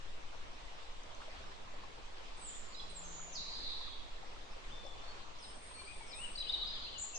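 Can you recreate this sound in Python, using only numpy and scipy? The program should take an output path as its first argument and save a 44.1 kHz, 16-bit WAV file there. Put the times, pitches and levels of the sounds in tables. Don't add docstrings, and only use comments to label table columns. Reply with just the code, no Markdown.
import sys
import numpy as np
from scipy import signal
from scipy.fft import rfft, irfft, next_fast_len
from scipy.io import wavfile
from scipy.ndimage import uniform_filter1d, map_coordinates

SR = 44100
rng = np.random.default_rng(int(sys.argv[2]) if len(sys.argv) > 2 else 0)


def wrap_up_sound(samples):
    columns = np.atleast_2d(samples).T
    tamed = np.clip(columns, -1, 1)
    steps = np.round(tamed * 32767).astype(np.int16)
    wavfile.write(sys.argv[1], SR, steps)


N = 316638
T = np.arange(N) / SR


def songbirds():
    # (time [s], length [s], from [Hz], to [Hz], relative level [dB], warble depth [Hz])
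    song_notes = [(2.366, 0.015, 8150, 8080, -59.5, 100), (2.385, 0.024, 8670, 8960, -61, 180),
                  (2.408, 0.048, 8160, 8050, -52.5, 170), (2.445, 0.054, 7800, 7240, -49.5, 230),
                  (2.5, 0.078, 7150, 7520, -59, 720), (2.89, 0.047, 8650, 8300, -59, 20),
                  (2.95, 0.076, 7830, 7170, -51, 87), (3.025, 0.065, 6780, 6260, -56.5, 120),
                  (3.11, 0.11, 6930, 6910, -55.5, 100), (3.19, 0.13, 6950, 6800, -62.5, 160),
                  (3.115, 0.054, 6300, 6270, -64, 50), (3.375, 0.052, 3763, 4090, -50.5, 180),
                  (3.43, .06, 4010, 4045, -53, 140), (3.497, 0.072, 4090, 4084, -47.5, 75),
                  (3.575, 0.077, 4120, 4100, -53.5, 100), (3.64, 0.049, 3953, 3970, -46.5, 210),
                  (3.706, 0.03, 4070, 3900, -49, 150), (3.762, .012, 4120, 3900, -46, 110),
                  (3.8, 0.089, 3950, 3800, -55.5, 280), (3.545, .03, 3650, 3450, -58, 100),
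                  (3.68, 0.046, 3700, 3570, -55, 200), (3.8, 0.078, 3450, 3400, -62, 90),
                  (3.875, .06, 3420, 3340, -60.5, 90), (3.95, .06, 3400, 3334, -63, 90),
                  (3.9, .06, 3900, 3810, -64, 200), (3.48, 0.11, 4345, 4800, -52, 210),
                  (6.44, 0.48, 3925, 3905, -56.5, 590)]
    plunge_notes = [(3.322, .064, 6690, 3640, -50, 160)]
    answer_notes = [(6.978, .018, 6190, 7270, -44.5, 16), (6.993, 0.066, 7310, 7160, -45.5, 460),
                    (7.145, 0.038, 6100, 6560, -46, 22), (7.15, 0.024, 5860, 5340, -54.5, 20)]
    song = rattle() + warbles(song_notes, rate=100, settle=3.51, crest=0.38, fade_db=7.5)
    song += warbles(plunge_notes, rate=130, settle=1.2, crest=0.92, fade_db=1.5)
    far = in_forest(amp(-5) * song, pan_db=-4.5, lag_s=0.000855, leaf_db=4, echo_db=7)
    answer = warbles(answer_notes, rate=110, settle=2.8, crest=0.4, fade_db=6)
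    return far + in_forest(answer, pan_db=6.5, lag_s=-0.001, leaf_db=1, echo_db=-1.5)


def rattle():
    start_s, length_s, beats_per_s = 3.546, 0.34, 35.6
    top_hz, bottom_hz, fade_db_per_s = 5200, 3450, 30
    since = T - start_s
    beat = since * beats_per_s % 1
    sweep = tone(top_hz + (bottom_hz - top_hz) * np.minimum(beat / 0.7, 1) ** 0.75)
    pulse = np.sin(0.999 * np.pi * np.minimum(beat / 0.75, 1) ** 1.2) ** 0.55
    gate = np.clip(np.minimum(since / 0.003, (length_s - since) / 0.054), 0, 1)
    return gate * amp(-47.5 - fade_db_per_s * np.abs(since) + 2.5 * wobble(36)) * pulse * sweep


def chatterers():
    # (time [s], length [s], from [Hz], to [Hz], relative level [dB])
    far_chips = [(2.724, 0.025, 4460, 4450, -58), (2.747, .022, 3900, 4000, -54),
                 (2.757, .04, 5010, 5070, -58.5), (2.773, 0.012, 4200, 4000, -51),
                 (2.795, 0.023, 4120, 3980, -52.5), (2.796, .011, 3560, 3320, -51.5),
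                 (2.823, .01, 4220, 3880, -54), (2.865, 0.013, 4260, 4010, -60),
                 (2.89, .03, 4270, 3930, -63), (6.575, 0.024, 3620, 4170, -63),
                 (6.612, 0.014, 4490, 3940, -51), (6.685, .02, 3600, 4250, -58),
                 (6.72, 0.019, 4600, 4000, -57.5), (6.8, 0.047, 5000, 4560, -62),
                 (6.85, 0.038, 4150, 3880, -62)]
    near_chips = [(6.354, 0.011, 4500, 4600, -43), (6.376, .016, 4190, 3945, -42),
                  (6.386, 0.012, 4900, 4760, -44), (6.402, 0.019, 4130, 3820, -36),
                  (6.421, 0.011, 3850, 2950, -43.5), (6.488, 0.018, 2990, 3030, -46),
                  (6.59, .045, 2980, 3010, -56), (6.66, .05, 3066, 2930, -61),
                  (6.522, .01, 4950, 4270, -44), (6.633, 0.028, 3610, 3580, -50),
                  (6.805, 0.066, 4510, 4740, -56), (6.445, 0.016, 3940, 3980, -51),
                  (6.466, 0.013, 2914, 2985, -46.5), (6.47, 0.024, 4000, 3970, -49),
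                  (6.48, 0.014, 4830, 4870, -51), (6.48, .014, 3190, 3470, -46.5),
                  (6.492, 0.015, 3500, 3880, -33), (6.505, 0.0078, 3960, 3520, -42),
                  (6.531, 0.02, 4176, 3670, -33.5), (6.535, 0.033, 2994, 2997, -51.5),
                  (6.612, 0.013, 4110, 3920, -41), (6.624, .012, 3900, 3750, -35),
                  (6.666, 0.018, 4870, 4910, -46.5), (6.678, 0.011, 3960, 4000, -46),
                  (6.655, .015, 4050, 3980, -49), (6.7, 0.029, 3510, 3610, -55),
                  (6.78, .03, 3930, 3700, -56), (6.77, .022, 3040, 3050, -56),
                  (6.865, .014, 4190, 4070, -51), (6.69, 0.022, 4860, 4880, -52),
                  (6.72, .035, 4165, 4170, -47.5), (6.74, 0.041, 3740, 3030, -48),
                  (6.752, .035, 4850, 4920, -55), (6.825, 0.046, 4180, 4120, -48.5),
                  (6.93, 0.017, 4090, 4150, -55)]
    call = whistles(far_chips, amp(3.3 * wobble(150)), settle=1.3, crest=0.42, fade_db=5)
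    far = in_forest(call, pan_db=-8, lag_s=0.0012, leaf_db=-6, echo_db=-1)
    call = whistles(near_chips, amp(1.6 * wobble(150)), settle=1.51, crest=0.53, fade_db=5)
    return far + in_forest(call, pan_db=4, lag_s=-0.000786, leaf_db=-10.5, echo_db=-3.5)


def piper():
    # (time [s], length [s], from [Hz], to [Hz], relative level [dB])
    pipes = [(5.035, .11, 4260, 4400, -58), (5.386, 0.13, 6050, 5200, -59),
             (5.738, 0.082, 4460, 4370, -54.5), (6.073, 0.093, 5870, 5250, -56.5),
             (6.15, 0.04, 3600, 3620, -60)]
    # (time [s], relative level [dB])
    drops = [(5.425, -57), (6.113, -50)]
    drop_s, from_hz, to_hz = 0.036, 5300, 3640
    tails = [(s, drop_s, from_hz, to_hz, db) for s, db in drops]
    call = whistles(pipes, 0.64, settle=14, crest=0.3, fade_db=1.5)
    call += whistles(tails, 0.94, settle=2.1, crest=0.6, fade_db=4.5)
    return in_forest(call * amp(3.5 * wobble(70)), pan_db=5, lag_s=0.0004, leaf_db=-1.5, echo_db=-10)


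def whistler():
    # (time [s], length [s], from [Hz], to [Hz], relative level [dB], arch above the slide [Hz])
    slurs = [(5.185, 0.052, 3800, 4380, -68, 8), (5.852, 0.041, 4860, 4580, -63, 10),
             (2.525, .04, 3000, 3710, -61.5, 10), (5.775, 0.035, 2380, 2330, -61, 24),
             (5.865, 0.051, 2260, 2418, -56.5, 132), (6.0, 0.06, 2275, 2210, -62.5, 8.1),
             (6.105, 0.085, 2283, 2620, -61, -41), (6.185, 0.063, 2580, 2990, -54, 71),
             (6.24, 0.029, 2990, 2715, -50.5, 46), (6.275, .022, 2820, 2590, -60, 10),
             (6.445, 0.027, 2550, 2514, -60.5, 14), (6.862, 0.044, 2600, 3240, -55.5, 39),
             (6.912, .022, 3410, 3450, -61, 30), (6.95, .05, 3400, 3380, -63, 10),
             (6.938, 0.04, 3120, 2770, -54, 20), (7.133, 0.04, 2720, 2600, -60, 10)]
    call = whistles(slurs, amp(1.3 * wobble(90)), settle=1, crest=0.62, fade_db=5)
    return in_forest(call, pan_db=12, lag_s=-0.0004, leaf_db=-4, echo_db=-3)


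def triller():
    # (time [s], length [s], from [Hz], to [Hz], relative level [dB])
    trill = [(4.698, 0.028, 2815, 3540, -61.5), (4.72, 0.098, 3550, 3560, -58.5),
             (4.83, .13, 3510, 3420, -60), (4.97, .08, 3500, 3480, -67)]
    flutter = 1 + 0.5 * np.sin(2 * np.pi * 54 * T + 0.3)
    call = whistles(trill, flutter, settle=1.1, crest=0.3, fade_db=2)
    return in_forest(call, pan_db=7, lag_s=-0.00057, leaf_db=-13.5, echo_db=-7)


def warbles(rows, rate, settle, crest, fade_db):
    song, shake = np.zeros(N), np.sin(2 * np.pi * rate * T + 2.69 * wobble(40))
    for span, _, hz, gain, (depth_hz,) in notes(rows, settle, crest, fade_db, edge_s=0.0032):
        song[span] += gain * tone(hz + depth_hz * shake[span])
    return song * amp(3.04 * wobble(90))


def whistles(rows, flutter, settle, crest, fade_db):
    out, tremor = np.zeros(N), 1 + 0.0066 * wobble(160)
    for span, progress, hz, gain, arch_hz in notes(rows, settle, crest, fade_db, edge_s=0.00086):
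        arch = sum(arch_hz) * np.sin(np.pi * progress)
        out[span] += gain * tone((hz + arch) * tremor[span])
    return out * flutter


def notes(rows, settle, crest, fade_db, edge_s):
    for s, length, from_hz, to_hz, db, *more in rows:
        span = slice(round(s * SR), min(round((s + length) * SR), N))
        progress = np.clip((T[span] - s) / length, 0, 1)
        hz = to_hz + (from_hz - to_hz) * (1 - progress) ** settle
        off_crest = np.where(progress < crest, 1 - progress / crest, (progress - crest) / (1 - crest))
        ramps = np.minimum(np.minimum(progress, 1 - progress) * length / edge_s, 1)
        yield span, progress, hz, amp(db - fade_db * off_crest) * ramps, more


def in_forest(call, pan_db, lag_s, leaf_db, echo_db):
    # (frequency [Hz], time to fall 60 dB [s])
    trunks = [(2000, 0.94), (4000, 0.95), (7000, 1.12), (9000, 0.21)]
    leaf_smear = amp(leaf_db) * dying_noise(lambda hz: np.full_like(hz, 0.15))
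    trunk_tail = amp(echo_db) * dying_noise(lambda hz: along(trunks, hz))
    sides = np.array([[1], [-1]])
    direct = filtered(call, lambda hz: np.exp(-1j * np.pi * hz * lag_s * sides))
    echoes = signal.fftconvolve(call[None], leaf_smear + trunk_tail, axes=1)[:, :N]
    return amp(pan_db * sides / 2) * direct + amp(0.59 * pan_db * sides / 2) * echoes


def buzz():
    # (time [s], pitch [Hz], relative level [dB])
    course = [(5.385, 8660, -73), (5.44, 8600, -60), (5.56, 8420, -64), (5.62, 8620, -60.5),
              (5.79, 8460, -57), (6.05, 8410, -61), (6.13, 8260, -67), (6.155, 8330, -48.5),
              (6.25, 8390, -53), (6.42, 8410, -66.5), (6.6, 8360, -77)]
    hz, db = curves(course)
    sounding = (T > course[0][0]) * (T < course[-1][0])
    pulses = sounding * amp(2.1 * wobble(130)) * tone(hz + 165 * wobble(400))
    return in_forest(amp(db - 6.5) * pulses, pan_db=6, lag_s=-0.0008, leaf_db=2.5, echo_db=3.5)


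def browsing_animal():
    # (time [s], peak level [dB], pitch [Hz], left over right [dB])
    twigs = [(0.289, -55, 3100, -9), (0.327, -55, 1375, -6), (0.682, -50.5, 2000, -4),
             (1.201, -49, 1090, 1), (1.28, -50, 634, 5), (1.438, -55, 1560, -5), (1.478, -53, 1084, 4),
             (1.517, -51, 1780, 0), (1.674, -53, 1080, -3), (1.737, -50, 554, -2), (1.835, -46.5, 1074, 7),
             (1.981, -53.5, 431, 4), (2.206, -50, 541, 1), (3.029, -50.5, 595, 5), (3.195, -49, 1310, -7),
             (3.279, -52, 714, -1), (3.806, -50, 1020, 3), (3.879, -49, 1174, 7), (4.183, -56, 1760, -6),
             (4.229, -48.5, 815, -1), (4.364, -51, 1295, -1), (4.562, -47.5, 553, 3),
             (4.798, -54.5, 1160, 5), (4.832, -51, 518, 3), (4.85, -52, 592, 9), (5.059, -52.5, 587, 5),
             (5.203, -51, 1063, -1), (5.711, -49.5, 997, -5), (5.777, -51.5, 1032, 2),
             (5.816, -50.5, 1044, -7), (6.007, -48.5, 903, -4), (6.634, -50.5, 1200, -1),
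             (6.947, -53, 1050, 4)]
    leaves = [(1.035, -49, 6040, 3.0), (1.1493, -51, 6030, 5), (1.3152, -49, 4700, 0.5),
              (2.1829, -49, 4820, 3), (4.8658, -50, 5560, 1), (6.7944, -45, 4380, 3)]
    layers = (twigs, 0.032), (leaves, 0.008), (small_snaps(count=1400), 0.015), (crunches(count=9), 0.01)
    out, t = np.zeros((2, N + SR)), np.arange(SR // 28) / SR
    for events, base_t60 in layers:
        for s, db, hz, pan_db in events:
            envelope = amp(-60 * t / (base_t60 + 14 / hz)) * (1 - np.exp(-t * hz / 1.6))
            phase = np.cumsum(rng.normal(0, 0.014, len(t))) + rng.random() * np.array([[0.2], [-0.2]])
            pop = amp(db) * envelope / envelope.max() * np.sin(2 * np.pi * (hz * t + phase))
            start = round(s * SR)
            out[:, start:start + len(t)] += amp([[pan_db / 2], [-pan_db / 2]]) * pop
    return out[:, :N]


def crunches(count):
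    # (time [s], length [s], middle level [dB], middle pitch [Hz])
    mouthfuls = [(.315, .04, -53.5, 693), (1.198, .045, -53.5, 1050), (1.26, .05, -60, 710),
                 (1.33, .035, -56.5, 850), (1.395, .02, -59.5, 580), (1.475, .05, -66, 1070),
                 (4.845, .025, -56, 617), (5.03, .045, -55.5, 820), (6.63, .03, -58.5, 1096)]
    spread_octaves = 0.333
    s, length, db, hz = np.repeat(mouthfuls, count, axis=0).T
    when = rng.random(len(s))
    size, pitch, side = rng.standard_normal((len(s), 3)).T
    return np.c_[s + length * when, db + 2.5 * size, hz * 2 ** (spread_octaves * pitch), 3 * side]


def small_snaps(count):
    when, size, pitch, side = rng.random((count, 4)).T
    hz = 400 * 16 ** pitch
    db = -71 + 16 * size ** 3 - 2.2 * np.log2(hz / 400)
    return np.c_[when * N / SR, db, hz, 24 * (side - 0.5)]


def hum():
    # (time [s], length [s], from [Hz], to [Hz], level [dB], left over right [dB])
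    swells = [(2.72, 0.99, 164.3, 170.6, -62.5, 22), (6.15, 0.38, 209.8, 200.3, -68.5, -2)]
    out = np.zeros((2, N))
    for span, _, hz, gain, (pan_db,) in notes(swells, settle=2.56, crest=0.36, fade_db=17, edge_s=0.055):
        out[:, span] += gain * tone(hz) * 2 / (1 + amp([[-pan_db], [pan_db]]))
    return out


def air():
    # (frequency [Hz], relative density [dB])
    leaf_spectrum = [(24, -21), (40, 4), (64, -2.5), (91, -9), (159, -13.5), (187, -12), (413, -11),
                     (1100, -8.5), (1490, -14.5), (3540, -15), (5790, -22.5), (8210, -29), (10600, -49),
                     (13800, -76), (22000, -120)]
    far_spectrum = [(200, -39.5), (400, 1), (1100, 2), (1500, -8), (3500, -4), (5500, -23), (8000, -45)]
    rumble_spectrum = [(2, -13), (3, -35), (4.5, 8), (8, -4.5), (15, -3.5), (27, -16), (40, -32), (70, -66)]
    # (time [s], level [dB])
    rumble_levels = [(0.0, -42.5), (0.24, -48.5), (3.9, -46.5), (4.76, -44.5), (5.68, -52.5), (6.4, -47),
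                     (7.18, -56)]
    hiss = amp(-53.5 + 0.61 * wobble(5.3)) * rush(leaf_spectrum, patchy_db=1.65)
    far = amp(-64.5) * rush(far_spectrum, patchy_db=1.5)[0]
    far_pair = np.array([far, np.roll(far, 21)])
    rumble = amp(curves(rumble_levels)[0]) * rush(rumble_spectrum, patchy_db=-0.37)
    return hiss + far_pair + rumble


def rush(spectrum, patchy_db):
    # (frequency [Hz], correlation [-1 to 1])
    likeness = [(60, 0.9), (120, 0.69), (260, 0.1), (540, 0.23), (1130, -0.14), (2350, -0.079),
                (4890, 0.092), (10200, -0.056)]

    def mid_side_gains(hz):
        angle = np.arccos(np.clip(along(likeness, hz), -1, 1)) / 2
        return amp(along(spectrum, hz)) * [np.cos(angle), np.sin(angle)]

    bins = signal.stft(rng.standard_normal((2, N)), nperseg=512)[2]
    patches = uniform_filter1d(rng.standard_normal(bins.shape[1:]), size=6, axis=0)
    patches = uniform_filter1d(patches, size=10, axis=1)
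    pair = signal.istft(bins * amp(patchy_db * unit(patches)), nperseg=512)[1][:, :N]
    mid, side = filtered(pair, mid_side_gains)
    return unit(np.array([mid + side, mid - side]))


def dying_noise(t60):
    hz, t, bins = signal.stft(rng.standard_normal((2, 3 * SR // 2)), SR, nperseg=256)
    tail = signal.istft(bins * amp(-60 * t / t60(hz)[:, None]), SR, nperseg=256)[1]
    return tail / np.linalg.norm(tail[0])


def amp(db):
    return 10 ** (np.asarray(db) / 20)


def unit(x):
    return x / np.sqrt(np.mean(x ** 2) + 1e-20)


def along(points, hz):
    knots_hz, values = np.transpose(points)
    return np.interp(np.log(hz + 1), np.log(knots_hz + 1), values)


def curves(rows):
    times, *columns = np.transpose(rows)
    return [np.interp(T, times, column) for column in columns]


def wobble(rate):
    return map_coordinates(rng.standard_normal(int(N * rate / SR) + 4), [T * rate])


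def tone(hz):
    return np.sqrt(2) * np.sin(2 * np.pi * np.cumsum(hz) / SR)


def filtered(x, response):
    size = next_fast_len(N + SR // 2)
    return irfft(rfft(x, size) * response(np.fft.rfftfreq(size, 1 / SR)), size)[..., :N]


def scene():
    birds = songbirds() + chatterers() + piper() + whistler() + triller()
    return birds + buzz() + browsing_animal() + hum() + air()


def record(dry):
    top_hz = 10780
    return filtered(dry, lambda hz: hz < top_hz)


dry = scene()
out = record(dry)
wrap_up_sound(out)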